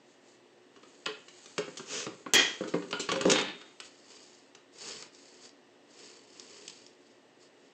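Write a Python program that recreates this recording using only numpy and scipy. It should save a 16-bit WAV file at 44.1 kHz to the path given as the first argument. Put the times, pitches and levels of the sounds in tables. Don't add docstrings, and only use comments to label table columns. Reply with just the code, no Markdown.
import sys
import numpy as np
from scipy import signal
from scipy.fft import rfft, irfft, next_fast_len
from scipy.io import wavfile
from scipy.ndimage import uniform_filter1d

SR = 44100
rng = np.random.default_rng(int(sys.argv[2]) if len(sys.argv) > 2 else 0)


def output_pcm(signal):
    pcm = np.clip(np.atleast_2d(signal).T, -1, 1) * 32767
    wavfile.write(sys.argv[1], SR, np.round(pcm).astype(np.int16))


N = 340880
T = np.arange(int(.7 * SR)) / SR

# (time [s], ring level [dB], clang level [dB], crack level [dB])
SNAPS = [(2.336, -13.3, -16.5, 2.5)]
# (pitch [Hz], level [dB], fade [s])
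STEEL_NOTES = [(1287, -20, .5), (1620, -9, .36), (1872, -1.5, .37), (1907, -7, .37), (1925, -7, .36),
               (1985, -3, .4), (2089, -9, .36), (2408, -7, .3), (2433, -2, .32), (2482, -8, .32),
               (2512, -7, .32), (2635, -10, .34), (3181, 0, .38), (3243, 0, .38), (3304, -4, .38),
               (3329, -8, .35), (3353, -9, .36), (4360, -12, .36), (4925, -7, .32), (5780, -13, .33),
               (6476, -11, .3), (6713, -10, .3)]
# (frequency [Hz], level [dB])
CLANG_COLOUR = [(35, -74.5), (60, -32), (108, -21), (216, -17), (314, -7.5), (449, -8.5), (615, -15.5),
                (1420, -15), (1910, -10), (2720, -13), (3220, -3), (3650, -15), (5440, -16.5),
                (6710, -14.5), (9000, -42), (11700, -81), (19800, -120)]
CRACK_COLOUR = [(200, -22), (1500, -9.5), (4000, -17), (7000, 3.5), (8600, -3.5), (10000, 17.5),
                (16000, 11)]
def cutting_snap(tear_s=0.031):
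    out = np.zeros(N)
    for time, ring_db, clang_db, crack_db in SNAPS:
        add(out, time, amp(ring_db) * ring(STEEL_NOTES, spread_db=0, detune=0) * onset(0.013))
        add(out, time, amp(clang_db) * burst(CLANG_COLOUR, 0.44))
        add(out, time, amp(crack_db) * burst(CRACK_COLOUR, 0.13) * np.exp(-(T / tear_s) ** 2))
    return out


# (time [s], clack level [dB], thud level [dB], tick level [dB], clack and tick fade [s])
BLOWS = [ (0.761, -49.5, -52.5, -67, .05), (0.831, -48.5, -53.5, -70, .04), (1.058, -29, -61, -50, 0.023),
         (1.062, -21, -39, -42.5, 0.011), (1.282, -42.5, -60, -57, 0.045), (1.458, -46, -52.5, -51, 0.024),
         (1.58, -24, -29.5, -37, 0.023), (1.678, -51, -39.5, -76, .037), (1.771, -39, -51, -42.5, 0.055),
         (1.795, -41.5, -39, -61.5, 0.033), (2.065, -34.5, -33.5, -59, .031),
         (2.262, -42, -36.5, -76.5, 0.032), (2.607, -47.5, -26.5, -62.5, 0.045),
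         (2.637, -38, -38, -69, 0.037), (2.676, -42, -40, -50, 0.14), (2.738, -37, -22.5, -54.5, 0.085),
         (2.823, -42, -42.5, -64, .04), (2.909, -37.5, -44, -45, .026), (2.928, -22.5, -34.5, -52, 0.022),
         (2.996, -33, -33, -39, 0.17), (3.088, -25.5, -32.5, -46.5, 0.096), (3.116, -22, -29.5, -35, .033),
         (3.158, -31, -31, -48, .06), (3.210, -24.5, -31, -36, 0.031), (3.253, -30, -11, -40, 0.23),
         (3.275, -37, -19, -46, .05), (3.297, -17, -27, -26, .06), (3.315, -20.5, -30.5, -24, 0.036),
         (3.384, -23.5, -33, -40.5, 0.083), (3.412, -30, -41, -39, 0.022), (3.613, -43, -53.5, -61, .033),
         (3.801, -32.5, -54, -44, 0.02), (4.549, -44.5, -57.5, -54, 0.021), (5.025, -40, -56, -59, 0.023)]
# (pitch [Hz], level [dB], fade [s])
TABLE_NOTES = [(83, -32.5, 0.13), (132, -17.5, 0.19), (176.3, -4.5, 0.12), (254, .5, 0.083),
               (310, -2, 0.12), (405, 4, .11), (444, -7, 0.067), (524, -1, 0.086)]
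FRAME_NOTES = [(785, -10, 0.029), (950, -15, 0.036), (1173, 0.5, 0.033), (1390, -7, 0.079),
               (1634, -11.5, 0.04)]
LEVER_NOTES = [(2480, -0.5, 0.038), (2785, -0.5, 0.042), (2946, 3.5, 0.021), (3740, -6.5, 0.016),
               (4246, -4, 0.0089)]
# (frequency [Hz], level [dB])
THUD_COLOUR = [(30, -33), (90, -20), (160, -4), (420, 2.5), (560, -4.5), (700, -14.5), (1000, -10.5),
               (1600, -30.5), (4000, -54.5)]
KNOCK_COLOUR = [(300, -27.5), (750, -8.5), (1150, 0.5), (1550, -2.5), (2200, -10.5), (3200, -23.5),
                (6000, -44.5)]
CLACK_COLOUR = [(1000, -23.5), (2000, -4.5), (2800, 3.5), (3600, -3.5), (4600, -2), (5600, -17),
                (8000, -36.5), (10000, -51.5)]
TICK_COLOUR = [(1000, -37.5), (3000, -4.5), (4800, -4.5), (6800, -1.5), (8200, -9), (9300, -8),
               (14000, -20)]
def press_knocks(lever_share=0.54):
    out = np.zeros(N)
    for time, clack_db, thud_db, tick_db, fade in BLOWS:
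        knock_db = lever_share * clack_db + (1 - lever_share) * thud_db - 10
        knock_db += 0.22 * (clack_db - tick_db)
        echo = room_echo()
        thud = ring(TABLE_NOTES, spread_db=0.5, detune=0.014) + amp(-1.5) * burst(THUD_COLOUR, 0.097)
        knock = amp(-5) * ring(FRAME_NOTES, spread_db=1, detune=0.036) + burst(KNOCK_COLOUR, 0.032)
        clack = amp(-8) * ring(LEVER_NOTES, spread_db=4, detune=0.02) + burst(CLACK_COLOUR, fade)
        tick = burst(TICK_COLOUR, fade)
        add(out, time, amp(thud_db - 2) * unit_peak(in_room(thud * onset(0.0028), echo, echo_db=-6.5)))
        add(out, time, amp(knock_db) * unit_peak(in_room(knock * onset(0.0012), echo, echo_db=-3)))
        add(out, time, amp(clack_db - 9) * unit_peak(in_room(clack * onset(0.0004), echo, echo_db=-4)))
        add(out, time, amp(tick_db + 2) * unit_peak(in_room(tick * onset(0.003), echo, echo_db=-6)))
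    return out


# (time [s], pitch [Hz], level [dB], fade [s])
RINGING_NOTES = [(1.084, 428, -32, 0.2), (1.583, 426, -25.5, 0.16), (1.583, 567, -27.5, 0.081),
                 (2.264, 1090, -26, 0.033), (2.93, 1430, -25, 0.066), (2.994, 4130, -35, 0.18),
                 (2.994, 7300, -30.5, 0.092), (3.089, 1140, -24, 0.11), (3.159, 533, -25, 0.22),
                 (3.315, 3675, -32.5, 0.68)]
def blow_rings():
    out = np.zeros(N)
    for time, hz, db, fade in RINGING_NOTES:
        add(out, time, amp(db) * dying(fade) * onset(0.0036) * np.sin(2 * np.pi * hz * T))
    return out


# (start [s], swelling [s], steady [s], dying [s], level [dB])
RATTLES = [(3.05, .08, 0.19, .5, -49), (3.27, 0.061, 0.043, .2, -32.5)]
# (frequency [Hz], level [dB])
RATTLE_TONE = [(35, -79), (60, -28), (255, 3), (372, -1.5), (431, -10), (641, -5.5), (712, -5), (916, -5.5),
               (3430, -5), (3650, -5), (3890, -7.5), (7300, -35), (9000, -34), (11700, -70), (19800, -120)]
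def loose_rattle():
    return friction(RATTLE_TONE, strokes(RATTLES), slips_per_s=550, spread_db=1.5, smooth=0.47)


# (start [s], speeding up [s], steady [s], slowing [s], level [dB])
LEVER_SWING = [(1.845, 0.096, 0.062, 0.085, -37.5)]
# (frequency [Hz], level [dB])
JOINT_COLOUR = [(71, -58), (120, -20), (296, -6), (355, -19), (425, 1), (785, -19.5), (1170, -11),
                (2160, -13.5), (2830, -7), (3920, -12.5), (6740, -6.5), (8220, -18), (9000, -26),
                (11700, -64), (19800, -120)]
def joint_rub():
    return friction(JOINT_COLOUR, strokes(LEVER_SWING), slips_per_s=3500, spread_db=4, smooth=0.95)


# (start [s], speeding up [s], steady [s], slowing [s], fabric level [dB], board level [dB])
SLIDES = [(3.86, 0.071, 0.24, .1, -62.5, -75), (4.04, 0.075, 0.0052, 0.45, -53.5, -62),
          (4.71, 0.17, 0.018, .21, -42, -51.5), (5.11, 0.032, 0.27, .08, -58.5, -71.5),
          (5.39, 0.062, 0, 0.063, -50.5, -64), (5.84, 0.18, 0.034, 0.31, -53, -59),
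          (6.2, 0.2, 0.29, 0.32, -54.5, -60.5), (6.93, .14, 0, 0.15, -67, -82),
          (7.38, .05, 0, 0.07, -59, -65.5), (7.5, 0.15, 0.015, 0.092, -69.5, -68)]
# (frequency [Hz], level [dB])
HISS_COLOUR = [(1500, -10), (3900, -7.5), (4600, -3), (5150, -7.5), (5900, -9.5), (6600, -1.5),
               (7800, -5.5), (9000, -17), (11000, -22)]
SCRAPE_COLOUR = [(50, -33), (170, 0.5), (300, 5.5), (440, 11.5), (720, -17), (1020, 1), (1600, -12),
                 (2900, 1), (3900, -12), (5500, -25), (9000, -26)]
def fabric_and_board():
    fabric = friction(HISS_COLOUR, strokes(SLIDES), slips_per_s=620, spread_db=1, smooth=1)
    board = friction(SCRAPE_COLOUR, strokes(SLIDES, column=1), slips_per_s=510, spread_db=4, smooth=0.54)
    return amp(-3.5) * rasp(fabric) + board


# (pitch [Hz], width [Hz], level [dB])
RASP_BANDS = [(4700, 260, -1), (5260, 300, 4)]
def rasp(x):
    return x + sum(amp(db) * signal.lfilter(*signal.iirpeak(hz, hz / width, fs=SR), x)
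                   for hz, width, db in RASP_BANDS)


# (time [s], level [dB])
BOARD_CATCHES = [(5.025, -35.5), (5.1485, -46), (5.493, -46), (6.3974, -34), (6.6796, -30.5), (6.698, -39),
                 (6.865, -42.5)]
def board_clicks():
    out = np.zeros(N)
    for time, db in BOARD_CATCHES:
        click = rasp(burst(TICK_COLOUR, 0.016) + amp(-20) * burst(CLACK_COLOUR, 0.011))
        add(out, time, amp(db - 4) * unit_peak(in_room(click, room_echo(), echo_db=-8.5), samples=132))
    return out


# (start [s], speeding up [s], steady [s], slowing [s], level [dB])
HAND_MOVES = [(.02, 0.1, 0, 0.074, -67.5), (.19, 0.1, 0.03, 0.083, -65), (.68, 0.22, 0.33, 0.35, -65.5),
              (1.2, 0.17, 0.66, 0.47, -58.5), (2.35, 0.22, 0.62, 1, -59.5),
              (3.82, 0.023, 0.01, 0.065, -52.5)]
def hand_brush():
    return friction(HISS_COLOUR, strokes(HAND_MOVES), slips_per_s=2000, spread_db=8, smooth=0.8)


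# (frequency [Hz], fade [s])
ECHO_FADES = [(150, .42), (400, 0.5), (1000, 0.33), (2800, 0.43), (7500, 0.22)]
def room_echo():
    hz, t, bands = signal.stft(rng.standard_normal(len(T)), SR, nperseg=256)
    bands *= np.exp(-np.log(1000) * t / look_up(ECHO_FADES, hz)[:, None])
    echo = signal.istft(bands, SR, nperseg=256)[1][:len(T)] * onset(0.0011) ** 2
    return echo / np.linalg.norm(echo)


# (frequency [Hz], level [dB])
RUSH_COLOUR = [(18, -77), (30, -51), (85, -37.5), (113, -9.5), (185, -13), (290, 1), (319, -8), (359, 0.5),
               (385, -7.5), (413, -3.5), (1380, -19), (1960, -17.5), (2260, -20.5), (2940, -19.5),
               (8500, -29.5), (11000, -69), (18700, -120)]
# (pitch [Hz], level [dB])
HUM_NOTES = [(360.7, -71), (1798, -79.5), (1922, -79.5), (2040, -87), (2159, -89.5), (2638, -83.5),
             (2880, -81.5), (13180, -75.5)]
def room_noise():
    t, hum = np.arange(N) / SR, np.zeros(N)
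    for hz, db in HUM_NOTES:
        waver = 0.92 * np.interp(t, np.linspace(0, t[-1], 40), rng.standard_normal(40))
        hum += amp(db) * np.sqrt(2) * np.sin(2 * np.pi * hz * t + waver)
    return amp(-61) * coloured(rng.standard_normal(N), RUSH_COLOUR) + hum


def in_room(x, echo, echo_db):
    return x + amp(echo_db) * signal.fftconvolve(x, echo)[:len(x)]


def ring(notes, spread_db, detune):
    hz, db, fade = np.transpose(notes)[:, :, None]
    weight, shift, side = rng.standard_normal((len(notes), 3)).T[:, :, None]
    gain = np.sign(side) * amp(db + spread_db * weight)
    waves = gain * dying(fade) * np.sin(2 * np.pi * hz * (1 + detune * shift) * T)
    return waves.sum(0) / np.sqrt(np.sum(gain ** 2) / 2)


def burst(colour, fade):
    return coloured(rng.standard_normal(len(T)), colour) * dying(fade)


def friction(colour, gain, slips_per_s, spread_db, smooth):
    sizes = amp(spread_db * np.minimum(rng.exponential(1, N), 3))
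    slips = sizes * (rng.random(N) < slips_per_s / SR)
    scuffs = signal.oaconvolve(slips, dying(0.014))[:N]
    return gain * coloured((unit_level(scuffs) + smooth) * rng.standard_normal(N), colour)


def strokes(rows, column=0):
    t, power = np.arange(N) / SR, np.zeros(N)
    for start, rise, hold, fall, *levels in rows:
        speed = np.interp(t, start + np.cumsum([0, rise, hold, fall]), [0, 1, 1, 0])
        power += (amp(levels[column]) * speed ** 1.3) ** 2
    return np.sqrt(power)


def onset(rise_s):
    return 1 - np.exp(-T / rise_s)


def dying(fade):
    return np.exp(-np.log(1000) * T / fade)


def coloured(x, colour):
    size = next_fast_len(len(x))
    gains = amp(look_up(colour, np.fft.rfftfreq(size, 1 / SR)))
    return unit_level(irfft(rfft(x, size) * gains, size)[:len(x)])


def look_up(table, hz):
    frequencies, values = np.transpose(table)
    return np.interp(np.log(hz + 1), np.log(frequencies + 1), values)


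def amp(db):
    return 10 ** (np.asarray(db) / 20)


def unit_level(x):
    return x / np.sqrt(np.mean(x ** 2) + 1e-20)


def unit_peak(x, samples=440):
    return x / np.sqrt(uniform_filter1d(x ** 2, samples).max() + 1e-20)


def add(mix, time, sound):
    part = mix[round(time * SR):][:len(sound)]
    part += sound[:len(part)]


def low_pass(x, hz, taps):
    return signal.oaconvolve(x, signal.firwin(taps, hz, window=("kaiser", 9), fs=SR), "same")


def scene():
    hits = press_knocks() + blow_rings() + board_clicks() + cutting_snap()
    rubs = hand_brush() + joint_rub() + loose_rattle() + fabric_and_board()
    return (hits + in_room(rubs, room_echo(), echo_db=-8) + room_noise())[None]


def record(dry, limit_db=-18, recover_db_per_s=130):
    x = signal.sosfilt(signal.butter(1, 139, "high", fs=SR, output="sos"), dry[0])
    x = low_pass(x, hz=8527, taps=201) + amp(-29) * x
    level_db = 10 * np.log10(abs(uniform_filter1d(x ** 2, size=200)) + 1e-12)
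    recovery = recover_db_per_s * np.arange(N) / SR
    held_db = np.maximum.accumulate(level_db + recovery) - recovery
    cut_db = uniform_filter1d(np.maximum(held_db - limit_db, 0), size=60)
    return low_pass(x / amp(cut_db), hz=15900, taps=255)[None]


dry = scene()
out = record(dry)
output_pcm(out)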